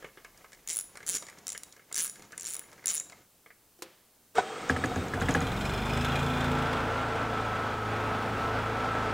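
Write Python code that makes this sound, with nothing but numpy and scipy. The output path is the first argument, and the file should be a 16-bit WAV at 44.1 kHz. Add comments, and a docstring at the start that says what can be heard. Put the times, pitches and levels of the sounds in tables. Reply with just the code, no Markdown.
"""A socket ratchet swings back six times on a small generator's frame, its teeth exciting short steel modes,
while knocks and rubbing between the swings come from struck frame modes and coloured noise.
Then a key clicks over and the starter engages and cranks: struck casing, gear noise, rough tones and a squeal.
The single cylinder catches, runs up under load and settles to a muffled drone with a thin alternator whine:
harmonics of the firing rate over noise that throbs with each firing. Close by, outdoors."""
import sys
import numpy as np
from scipy import signal
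from scipy.fft import rfft, irfft, next_fast_len
from scipy.io import wavfile
from scipy.ndimage import uniform_filter1d

SR = 44100
rng = np.random.default_rng(int(sys.argv[2]) if len(sys.argv) > 2 else 0)


def int16_out(signal):
    """Quantize to a 16-bit WAV file."""
    q = np.round(np.clip(np.atleast_2d(signal).T, -1, 1) * 32767)
    wavfile.write(sys.argv[1], SR, q.astype(np.int16))


N = 402633
T = np.arange(N) / SR   # time [s]

# short modes of the generator frame: (frequency [Hz], relative level [dB], decay time t60 [s])
FRAME_MODES = [(466, -5, 0.014), (1240, -0.5, 0.0077), (1666, -1, 0.014), (2133, 1, 0.011),
               (2600, -1, 0.0038), (3030, -2.5, 0.0045)]


def amp(db):
    """Level to amplitude: 20 dB is a factor of ten."""
    return 10 ** (np.asarray(db, float) / 20)


def curves(rows, fade=0.024):
    """Linear interpolation of each column over time, after a gate that is open while the table runs."""
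    s, *columns = np.transpose(rows)
    gate = np.clip(np.minimum(T - s[0] + fade, s[-1] + fade - T) / fade, 0, 1)
    return [gate] + [np.interp(T, s, column) for column in columns]


def noise(spectrum, peaks=()):
    """Spectral shaping: white noise is weighted by a density curve and resonant lifts; rms 1."""
    size = next_fast_len(N)
    hz = np.maximum(np.fft.rfftfreq(size, 1 / SR), 1)
    points = np.array(spectrum, float)
    db = np.interp(np.log(hz), np.log(points[:, 0]), points[:, 1])
    for centre_hz, width_hz, lift_db in peaks:
        db = db + lift_db / (1 + (2 * (hz - centre_hz) / width_hz) ** 2)
    x = irfft(rfft(rng.standard_normal(size)) * amp(db), size)[:N]
    return x / x.std()


def drift(rate, part=slice(None)):
    """Random modulation: straight lines join normal draws, `rate` (at most 200) of them a second."""
    return np.interp(T[part] * min(rate, 200), range(2000), rng.standard_normal(2000))


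def strike(times, db, modes, spread_db=0.0, burst=0.00067, rough=1.0, sway_db=0):
    """Modal excitation: a click and a decaying scatter of contact drive damped resonators of varying strength."""
    at, out = (np.asarray(times) * SR).astype(int), np.zeros(N)
    first, size = at.min(), at.max() - at.min() + SR // 2   # only the stretch that sounds
    chance = rng.standard_normal((len(at), len(modes)))
    grit = rng.standard_normal(size)
    fade = np.exp(-1 / (burst * SR))   # burst: time constant [s]
    knots = rng.standard_normal((len(modes), 200))   # a shifting hold sways each mode's strength over time
    for k, (hz, level_db, t60) in enumerate(modes):
        sway = sway_db * np.interp(at / SR * 14, range(200), knots[k])
        clicks = np.full(size, 1e-18)
        clicks[at - first] = amp(db + level_db + spread_db * chance[:, k] + sway)
        scatter = grit * signal.lfilter([0, 1], [1, -fade], clicks)
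        contact = clicks + rough * np.sqrt(1 - fade ** 2) * scatter
        radius, angle = amp(-60 / (t60 * SR)), 2 * np.pi * hz / SR
        resonator = [1, -2 * radius * np.cos(angle), radius * radius]
        ring = signal.lfilter([0, np.sin(angle)], resonator, contact)
        out[first:first + size] += ring * (-1) ** k
    return out


def crack(times, db, low_hz, high_hz, decay):
    """Impulsive noise: each puff dies exponentially, with time constant `decay` [s], within one band."""
    at, out = (np.asarray(times) * SR).astype(int), np.zeros(N)
    clicks = np.full(at.max() - at.min() + SR, 1e-18)   # only the stretch that sounds
    clicks[at - at.min()] = amp(db)
    envelope = signal.lfilter([1], [1, -np.exp(-1 / (decay * SR))], clicks)
    puff = envelope * rng.standard_normal(len(clicks))
    band = signal.butter(2, [low_hz, high_hz], "band", fs=SR, output="sos")
    out[at.min():at.max() + SR] = signal.sosfilt(band, puff)
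    return out


def wavering(bands, start, stop, flutter_db, rate, waver):
    """Narrow-band modulation: each tone has random amplitude and pitch of its own between two times."""
    part, out = slice(int(start * SR), int(stop * SR)), np.zeros(N)
    for hz, width_hz, db in bands:
        phase = 2 * np.pi * hz * np.cumsum(1 + waver * drift(rate, part)) / SR
        level = amp(db + flutter_db * drift(rate, part))
        out[part] += level * drift(width_hz, part) * np.sin(phase)
    return out


def yard(x, wet_db, t60):
    """Diffuse reflection: nearby walls return an exponentially decaying noise tail."""
    t = np.arange(SR // 2) / SR
    tail = rng.standard_normal(len(t)) * amp(-60 * t / t60) * (t > .003)
    return x + amp(wet_db) * signal.fftconvolve(x, tail / np.linalg.norm(tail))[:N]


def microphone_hiss():
    """Uncorrelated noise: each channel has faint microphone hiss of its own."""
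    # microphone hiss: (frequency [Hz], relative spectral density [dB])
    hiss_spectrum = [(41, -25), (70, 5), (223, -6), (360, -2), (1410, -20.5), (7730, -1.5), (16000, 1)]
    return amp(-66.5) * np.array([noise(hiss_spectrum), noise(hiss_spectrum)])


def outdoor_bed():
    """Ambient noise: a quiet bed, weighted to the low frequencies, is common to both channels."""
    return amp(-64.5) * noise([(40, -6), (130, -3), (500, -6.0), (2000, -14.5)])


def deep_rumble():
    """Low-frequency noise: a narrow band about 38 Hz dies away early, ever faster in level."""
    return amp(-66 - 7 * T ** 2) * noise([(15, -30), (38, 0), (70, -30)])


def handling():
    """Impact and friction: knocks ring the frame with a bright edge, over rubbing noise and small rattles."""
    # tool and fingers on frame and panel: (time [s], relative level [dB], treble over body [dB])
    knocks = [(0.025, -35, -17), (0.044, -31.5, -16), (0.173, -35.5, -26), (0.247, -32, -9),
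              (0.375, -53, 9), (0.4115, -48, -13), (0.444, -38, -15), (0.52, -47, 2), (0.531, -45.5, 5),
              (0.547, -54, 7), (0.955, -38, -5), (0.972, -35, 0.5), (1.004, -41, -7), (1.029, -39, -4),
              (1.224, -36, 1), (1.267, -40, 2), (1.285, -37, -3), (1.298, -48, 8.5), (1.386, -52, 11),
              (1.549, -31.5, -13), (1.725, -56, 17), (1.765, -46, -2), (1.794, -46, -13),
              (1.914, -37.5, -15), (2.157, -41.5, 2.5), (2.195, -44, 0), (2.222, -44.5, 5),
              (2.321, -41.5, 4), (2.329, -37.5, -15), (2.615, -46, -8), (2.716, -46.5, 1), (2.729, -43, 2),
              (2.779, -45, -10), (2.841, -37, -6), (3.098, -42, 1), (3.122, -38.5, -7), (3.461, -40.5, -20),
              (3.504, -42.5, -23)]
    # hands rubbing tool and frame: (time [s], relative level [dB])
    rubbing = [(0, -57), (.1, -67.5), (.45, -65), (.64, -69), (1.0, -59.5), (1.3, -61), (1.45, -60),
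               (1.88, -68), (2.2, -59), (2.7, -60.5), (3.12, -60), (3.25, -70)]
    # colour of the rub: (frequency [Hz], relative spectral density [dB])
    rub_spectrum = [(35, -8), (90, 8), (400, 7), (2120, -2.5), (4500, -8.5), (7000, -5), (11000, -35)]
    s, db, treble_db = np.transpose(knocks)
    body = strike(s, db - 9.0, FRAME_MODES, spread_db=3.5, burst=0.011, rough=1.78)
    edge = crack(s, db + treble_db, 3800, 8800, 0.0036)
    gate, rub_db = curves(rubbing)
    when, size = rng.random((120, 2)).T
    rattles = strike(when * rubbing[-1][0], 9.2 * size, FRAME_MODES, spread_db=2.0, burst=0.005)
    rub = amp(2.9 * drift(60)) * noise(rub_spectrum) + amp(0.5) * rattles
    return body + edge + gate * amp(rub_db) * rub


def teeth():
    """Ratchet kinematics: the pawl clicks once for every tooth that a swing passes."""
    # six back swings, each a path of
    # (time [s], teeth passed [count], relative click level [dB], upper over lower pawl modes [dB])
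    swings = [
        [(0.6757, 0, -24, -4), (0.687, 1, -23, -6), (0.701, 3, -20, -10), (0.7234, 7, -29, -2),
         (0.7432, 10, -26, 3), (0.7598, 12, -24, 7), (0.7985, 16, -23, 10), (0.8107, 17, -28, 6)],
        [(1.0651, 0, -27, -4), (1.0847, 3, -21, 0), (1.0961, 5, -19, 3), (1.1124, 8, -27, 1),
         (1.1223, 10, -26, -1), (1.1474, 14, -23, -5), (1.1559, 16, -23, -7), (1.1703, 20, -24, -7),
         (1.1824, 21, -29, -7)],
        [(1.469, 0, -23, -4), (1.5022, 3, -26, -4), (1.5202, 4, -26, -2), (1.5286, 5, -26, -2),
         (1.5774, 6, -31, 2), (1.6344, 7, -26, 3)],
        [(1.9266, 0, -24, -6), (1.9439, 1, -25, -5), (1.9557, 2, -21, -5), (1.9787, 5, -19, -4),
         (1.9956, 8, -18, -3), (2.0083, 11, -22, -2), (2.0252, 14, -21, 18), (2.0458, 17, -17, 15),
         (2.0676, 20, -24, 2), (2.0771, 21, -27, 1), (2.0968, 22, -29, 0)],
        [(2.3787, 0, -25, -5), (2.397, 1, -27, -6), (2.4437, 5, -28, -10), (2.4685, 8, -26, -12),
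         (2.4989, 13, -31, 2), (2.5136, 16, -29, 4), (2.5437, 20, -22, 9), (2.553, 21, -25, 9),
         (2.566, 22, -26, 8), (2.594, 23, -26, 8)],
        [(2.8585, 0, -18, 2), (2.8806, 2, -18, -6), (2.8883, 3, -20, -10), (2.915, 8, -23, -5),
         (2.9269, 10, -25, 10), (2.9469, 13, -18, 15), (2.9596, 15, -25, 2), (2.979, 18, -25, -18),
         (2.9988, 19, -24, -20)],
    ]
    jitter_s = .0003
    rows = []
    for swing in swings:
        s, passed, db, upper_db = np.transpose(swing)
        passed = np.round(passed)
        for tooth in range(int(passed[-1]) + 1):
            rows.append([np.interp(tooth, passed, column) for column in (s, db, upper_db)])
    s, db, upper_db = np.transpose(rows)
    return s + jitter_s * rng.standard_normal(len(s)), db, upper_db


def ratchet():
    """Coupled modes: every tooth rings two groups of pawl modes, the long handle modes and the frame."""
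    # lower rings of pawl and gear: (frequency [Hz], relative level [dB], decay time t60 [s])
    pawl_low = [(5710, -3.5, 0.0083), (6200, -2, 0.0069), (7000, -0.5, 0.017), (7500, -3.5, 0.014),
                (8280, -2, 0.0059)]
    # upper rings of pawl and gear: (frequency [Hz], relative level [dB], decay time t60 [s])
    pawl_high = [(9180, -2.5, 0.004), (9760, -1, 0.0084), (10000, 2, 0.0055), (11250, -17.5, 0.025),
                 (15100, -8, 0.0055), (15600, -26, 0.0038)]
    # long rings of steel handle and socket: (frequency [Hz], relative level [dB], decay time t60 [s])
    handle_modes = [(3830, -45, .45), (6970, -43, .6), (9750, -45, .4), (11260, -50, .35)]
    s, db, upper_db = teeth()
    upper = amp(upper_db) ** 2   # energy ratio of upper to lower modes
    low_db = db - 5.0 - 10 * np.log10(1 + upper)
    high_db = db - 2.0 - 10 * np.log10(1 + 1 / upper)
    low = strike(s, low_db, pawl_low, spread_db=4.0, rough=0.17, sway_db=2.0)
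    high = strike(s, high_db, pawl_high, spread_db=4.5, rough=0.22, sway_db=0.0)
    flutter = .7 + .9 * drift(130)   # the ring flutters in the moving hand
    handle = strike(s, db, handle_modes, sway_db=5.5) * flutter
    push_db = db - 5.1 * np.log10(1 + upper)   # the frame shakes with the lower rings
    frame = strike(s, push_db - 26.5, FRAME_MODES, spread_db=3.5, burst=0.0033, sway_db=3.5)
    frame += crack(s, push_db - 13.5, 2100, 6400, 0.0042)
    snap = crack(s, push_db - 6.5, 3500, 13000, 0.00046)
    return low + high + handle + frame + snap


def casing_blows():
    """Impact radiation: key detent, pinion and dull kicks ring the casing, with a crack and a low boom."""
    # blows: (time [s], relative ring level [dB], relative crack level [dB], relative boom level [dB],
    # boom frequency [Hz])
    blows = [(3.789, -65, -56, -57, 360), (3.822, -46, -31, -41, 368), (4.354, -40.5, -39, -50, 427),
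             (4.382, -19, -42, -24, 450), (4.916, -31, -58, -55, 464), (5.176, -28, -52, -59, 460)]
    # casing modes: (frequency [Hz], relative level [dB], decay time t60 [s])
    casing_modes = [(730, 1, 0.045), (1010, -4, 0.025), (1310, -8, 0.03), (1506, -8, 0.04)]
    s, db, crack_db, boom_db, boom_hz = np.transpose(blows)
    out = strike(s, db, casing_modes, spread_db=1.5, burst=0.012, rough=1.2)
    out += crack(s, crack_db, 370, 10300, 0.0079) + crack(s, crack_db - 15.0, 130, 3400, 0.096)
    for at, level_db, hz in zip(s, boom_db, boom_hz):
        boom_modes = [(hz, 0, .11), (hz * .85, -8, .11), (hz * 0.96, -5, .15), (hz * 1.4, -6, .12)]
        out += strike([at], level_db, boom_modes, burst=0.04, rough=0.6)
    return out


def backlash_clanks():
    """Backlash impact: the gearcase rings first and the heavier block thumps about 3 ms later."""
    # clanks while cranking: (time [s], relative clank level [dB], relative thump level [dB])
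    clanks = [(4.6965, -12, -22), (4.763, -20, -30), (4.8384, -15.5, -21.5), (4.9602, -22, -23),
              (5.1362, -18.5, -24.5), (5.215, -16.5, -22), (5.2853, -12.5, -23), (5.3482, -13, -19),
              (5.4125, -20, -24.5)]
    # gearcase modes: (frequency [Hz], relative level [dB], decay time t60 [s])
    gearcase_modes = [(1270, -2.5, 0.036), (1680, 3, 0.024), (2040, -9, 0.032)]
    # engine block modes: (frequency [Hz], relative level [dB], decay time t60 [s])
    block_modes = [(85, -8.5, 0.26), (138, -7, 0.091), (181, -4.5, 0.034), (265, -4.5, 0.071),
                   (468, -10, 0.1), (766, -8.5, 0.04)]
    s, db, thump_db = np.transpose(clanks)
    clank = strike(s, db - 9.5, gearcase_modes, spread_db=0.0, burst=0.0038, rough=1.0)
    clank += crack(s, db - 5, 260, 1860, 0.022)
    thump = strike(s + 0.00319, thump_db, block_modes, burst=0.043, rough=1.25)
    return clank + thump + crack(s + 0.0029, db - 24, 3900, 9600, 0.015)


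def valve_ticks():
    """Single-mode resonance: each bright tick is one damped mode at 6730 Hz."""
    # valve ticks: (time [s], relative level [dB])
    ticks = [(4.6928, -29), (4.8591, -30), (4.96, -30), (5.0837, -34), (5.21, -29.5), (5.2914, -33),
             (5.309, -26.5), (5.341, -25.5), (5.406, -28)]
    s, db = np.transpose(ticks)
    return strike(s, db, [(6730, 0, 0.0071)], spread_db=0.0, rough=0.37)


def starter_gears():
    """Gear meshing: coloured noise and rough motor partials swell as the pinion meshes, beside a squeal."""
    # gear noise: (frequency [Hz], relative spectral density [dB])
    gear_spectrum = [(35, -47), (70, -17.5), (182, -9), (469, -3.5), (916, -9.5), (1270, -6.5),
                     (4840, -22.5), (8230, -24), (9670, -40), (15000, -67)]
    # rough motor partials: (frequency [Hz], modulation rate [1/s], relative level [dB])
    motor_partials = [(468, 70, 0), (750, 110, -2), (1270, 110, -7), (2190, 170, -11), (3340, 160, -16),
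                      (3690, 160, -16)]
    on_s, mesh_s, mesh_width_s, release_s = 4.345, 4.385, 0.022, 5.01
    squeal_hz, squeal_eases_s = 8200, 4.7
    gate = np.clip((T - on_s) / 0.017, 0, 1)
    mesh_db = 11 * np.exp(-((T - mesh_s) / mesh_width_s) ** 2)
    gear_db = -39 + mesh_db - 47 * np.maximum(T - release_s, 0)   # fades at 47 dB/s
    squeal_db = -60.5 + 4 * drift(22) - 22 * np.maximum(T - squeal_eases_s, 0)   # fades at 22 dB/s
    squeal_band = [(squeal_hz * .96, -30), (squeal_hz, 0), (squeal_hz * 1.04, -30)]
    squeal = noise(squeal_band, [(squeal_hz, 130, 14)])
    motor = wavering(motor_partials, start=4.3, stop=6.5, flutter_db=4.5, rate=16.0, waver=0.02)
    gears = amp(gear_db) * (0.78 * noise(gear_spectrum) + amp(-2.0) * motor)
    return gate * (gears + amp(squeal_db) * squeal)


def key_and_starter():
    """Superposition: blows, clanks, ticks and gear noise add, high-passed at 55 Hz."""
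    out = casing_blows() + backlash_clanks() + valve_ticks() + starter_gears()
    return signal.sosfilt(signal.butter(2, 55, "high", fs=SR, output="sos"), out)


def engine_tones(rate, turns, throttle, puff):
    """Harmonic synthesis: exhaust, whine and whirr are multiples of one firing phase."""
    # exhaust lines, 48 being the alternator whine: (harmonic [number], relative level throttle open [dB],
    # relative level throttle eased [dB], loss per firing/s below governed speed [dB])
    exhaust_lines = [(2, -41, -51, .5), (3, -39, -50, 1.5), (4, -45, -39.5, 0), (5, -37, -54, 1),
                     (6, -45, -57, .5), (7, -47, -58, .5), (8, -48, -49, .5), (9, -38, -50, 1.3),
                     (10, -52, -52, 0), (16, -45, -45.5, 3), (18, -52, -50, 2), (48, -42, -39.5, 8)]
    # throttle positions [0-1] between which the exhaust passes from eased to open
    exhaust_opens = (.16, 0.47)
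    governed_per_s = 26.9   # firings per s
    whirr, whirr_full = 96, 5   # harmonic; gain of firings/s each second that brings the full whirr
    share = np.interp(throttle, exhaust_opens, (0, 1))
    short = np.maximum(governed_per_s - rate, 0)
    tones, run = np.zeros(N), slice(5 * SR, N)
    for harmonic, open_db, eased_db, loss_db in exhaust_lines:
        k = round(harmonic)
        db = eased_db + share * (open_db - eased_db) - loss_db * short
        level = np.sqrt(2) * amp(db[run] + 1.94 * drift(12, run))
        cycles = k * turns[run] + rng.random() + 0.0023 * k * drift(25, run)
        tones[run] += level * np.sin(2 * np.pi * cycles)
    # a rough whirr on twice the whine while the engine gathers speed
    gain = uniform_filter1d(np.gradient(rate) * SR, size=SR // 3)
    gathering = np.clip(gain / whirr_full, 0, 1)
    whirr_phase = 2 * np.pi * whirr * turns
    whirr_tone = np.sin(whirr_phase) + amp(-16.0) * np.sin(2 * whirr_phase)
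    return tones + amp(-45 - 2.0 * short) * gathering * (1 + puff) * drift(200) * whirr_tone


def engine_roar(rumble_db, fan_db, throttle, puff):
    """Amplitude modulation: rumble, fan noise, intake hiss and panel rattle throb with the firing puffs."""
    # rumble: (frequency [Hz], relative spectral density [dB])
    rumble_spectrum = [(25, -12), (100, -3.5), (170, -2), (450, -9.5), (900, -41)]
    # fan and casing: (frequency [Hz], relative spectral density [dB])
    fan_spectrum = [(150, -69), (250, -6), (442, -6), (793, -3), (1190, -5.5), (1320, -3), (1780, -11.5),
                    (2370, -13.5), (9000, -38.5), (11700, -50), (19800, -120)]
    # resonances lifting the fan noise: (frequency [Hz], width [Hz], lift [dB])
    panel_peaks = [(452, 32, 5.5), (728, 220, 2), (1520, 240, 4), (3400, 180, 3.5)]
    # engine hiss: (frequency [Hz], relative spectral density [dB])
    hiss_spectrum = [(3000, 6.5), (4500, -2), (7700, 2), (12000, -19.5), (16000, -45)]
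    # bright spit of each firing: (frequency [Hz], relative spectral density [dB])
    spit_spectrum = [(6000, -20), (10000, 0), (16000, -5)]
    # casing panels rattling with the throttle: (frequency [Hz], modulation rate [1/s], relative level [dB])
    rattle_bands = [(2210, 120, -3), (2440, 120, 0), (2900, 150, -6), (3250, 170, -2), (3530, 190, -1),
                    (4000, 200, -8), (5140, 200, -11)]
    hiss_db = -65.5 + 14 * throttle
    load = np.clip(2 * throttle, 0, 1)   # a wider throttle makes the intake gasp harder
    roar = amp(rumble_db - 0.5) * (1.18 + 0.14 * puff) * noise(rumble_spectrum)
    fan = noise(fan_spectrum, panel_peaks)
    roar += amp(fan_db + 1.34 + 0.73 * drift(14)) * (0.72 + 0.12 * puff) * fan
    roar += amp(hiss_db + 4.0 + 1.9 * drift(30)) * (0.8 + 2.2 * load * puff) * noise(hiss_spectrum)
    roar += amp(hiss_db - 3) * load * puff ** 2 * noise(spit_spectrum)
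    gasp = noise([(1500, 4), (2500, -1), (7000, -16.5)])
    roar += amp(hiss_db + 6.5) * load * (1.0 + 0.44 * puff) * gasp
    rattle = wavering(rattle_bands, start=5.1, stop=7.6, flutter_db=3.5, rate=7.0, waver=0.015)
    return roar + amp(hiss_db + 8.5) * load * (0.6 + 1.3 * puff) * rattle


def engine():
    """Periodic excitation: the integrated firing rate times both the tones and the puffs in the noise."""
    # engine speed: (time [s], firing rate [1/s])
    speed = [(5.2, 17.5), (5.45, 19.6), (5.66, 23.7), (5.78, 24.6), (6.08, 27.6), (6.45, 28), (6.6, 27.7),
             (6.97, 28.4), (7.15, 28.1), (7.3, 27.5), (7.57, 27.2), (7.92, 26.8), (8.29, 27.3),
             (8.78, 27.7), (9.13, 27.3)]
    # noise and throttle: (time [s], relative rumble level [dB], relative fan and casing level [dB],
    # throttle [0-1])
    roar_course = [(4.66, -49, -47, 0), (4.9, -41, -44, 0), (5.3, -41.5, -36.5, 0.61),
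                   (5.6, -40, -35, 0.77), (6.3, -42.5, -32, 0.85), (6.7, -46, -30.5, 0.38),
                   (6.85, -45, -31, 0.31), (7.05, -49, -31.5, 0.21), (7.8, -47, -32.5, 0.17),
                   (8.3, -43.5, -32, 0.19), (9.14, -49.5, -31.5, 0.23)]
    a_firing_s = 6.010   # a firing falls here
    gate, rate = curves(speed, fade=0.026)
    on, rumble_db, fan_db, throttle = curves(roar_course, fade=0.1)
    turns = np.cumsum(rate) / SR   # counts firings
    turns -= turns[int(a_firing_s * SR)]
    # each firing opens a puff that dies through the cycle, its strength drawn by chance
    strength = amp(2.2 * rng.standard_normal(400))[np.floor(turns).astype(int) % 400]
    puff = gate * strength * np.exp(-3.5 * (turns % 1))
    tones = engine_tones(rate, turns, throttle, puff)
    return gate * tones + on * engine_roar(rumble_db, fan_db, throttle, puff)


def scene():
    """Superposition: centred sources add; only the faint microphone hiss differs between the channels."""
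    background = microphone_hiss() + outdoor_bed() + deep_rumble()
    tool = yard(handling() + ratchet(), wet_db=-11.0, t60=.35)
    machine = key_and_starter() + engine()
    return background + tool + machine


def record(dry):
    """Low-pass filtering: a steep filter cuts the top, 50 dB down from 16.2 kHz."""
    return signal.sosfilt(signal.cheby2(16, 50, 16200, fs=SR, output="sos"), dry)


dry = scene()
out = record(dry)
int16_out(out)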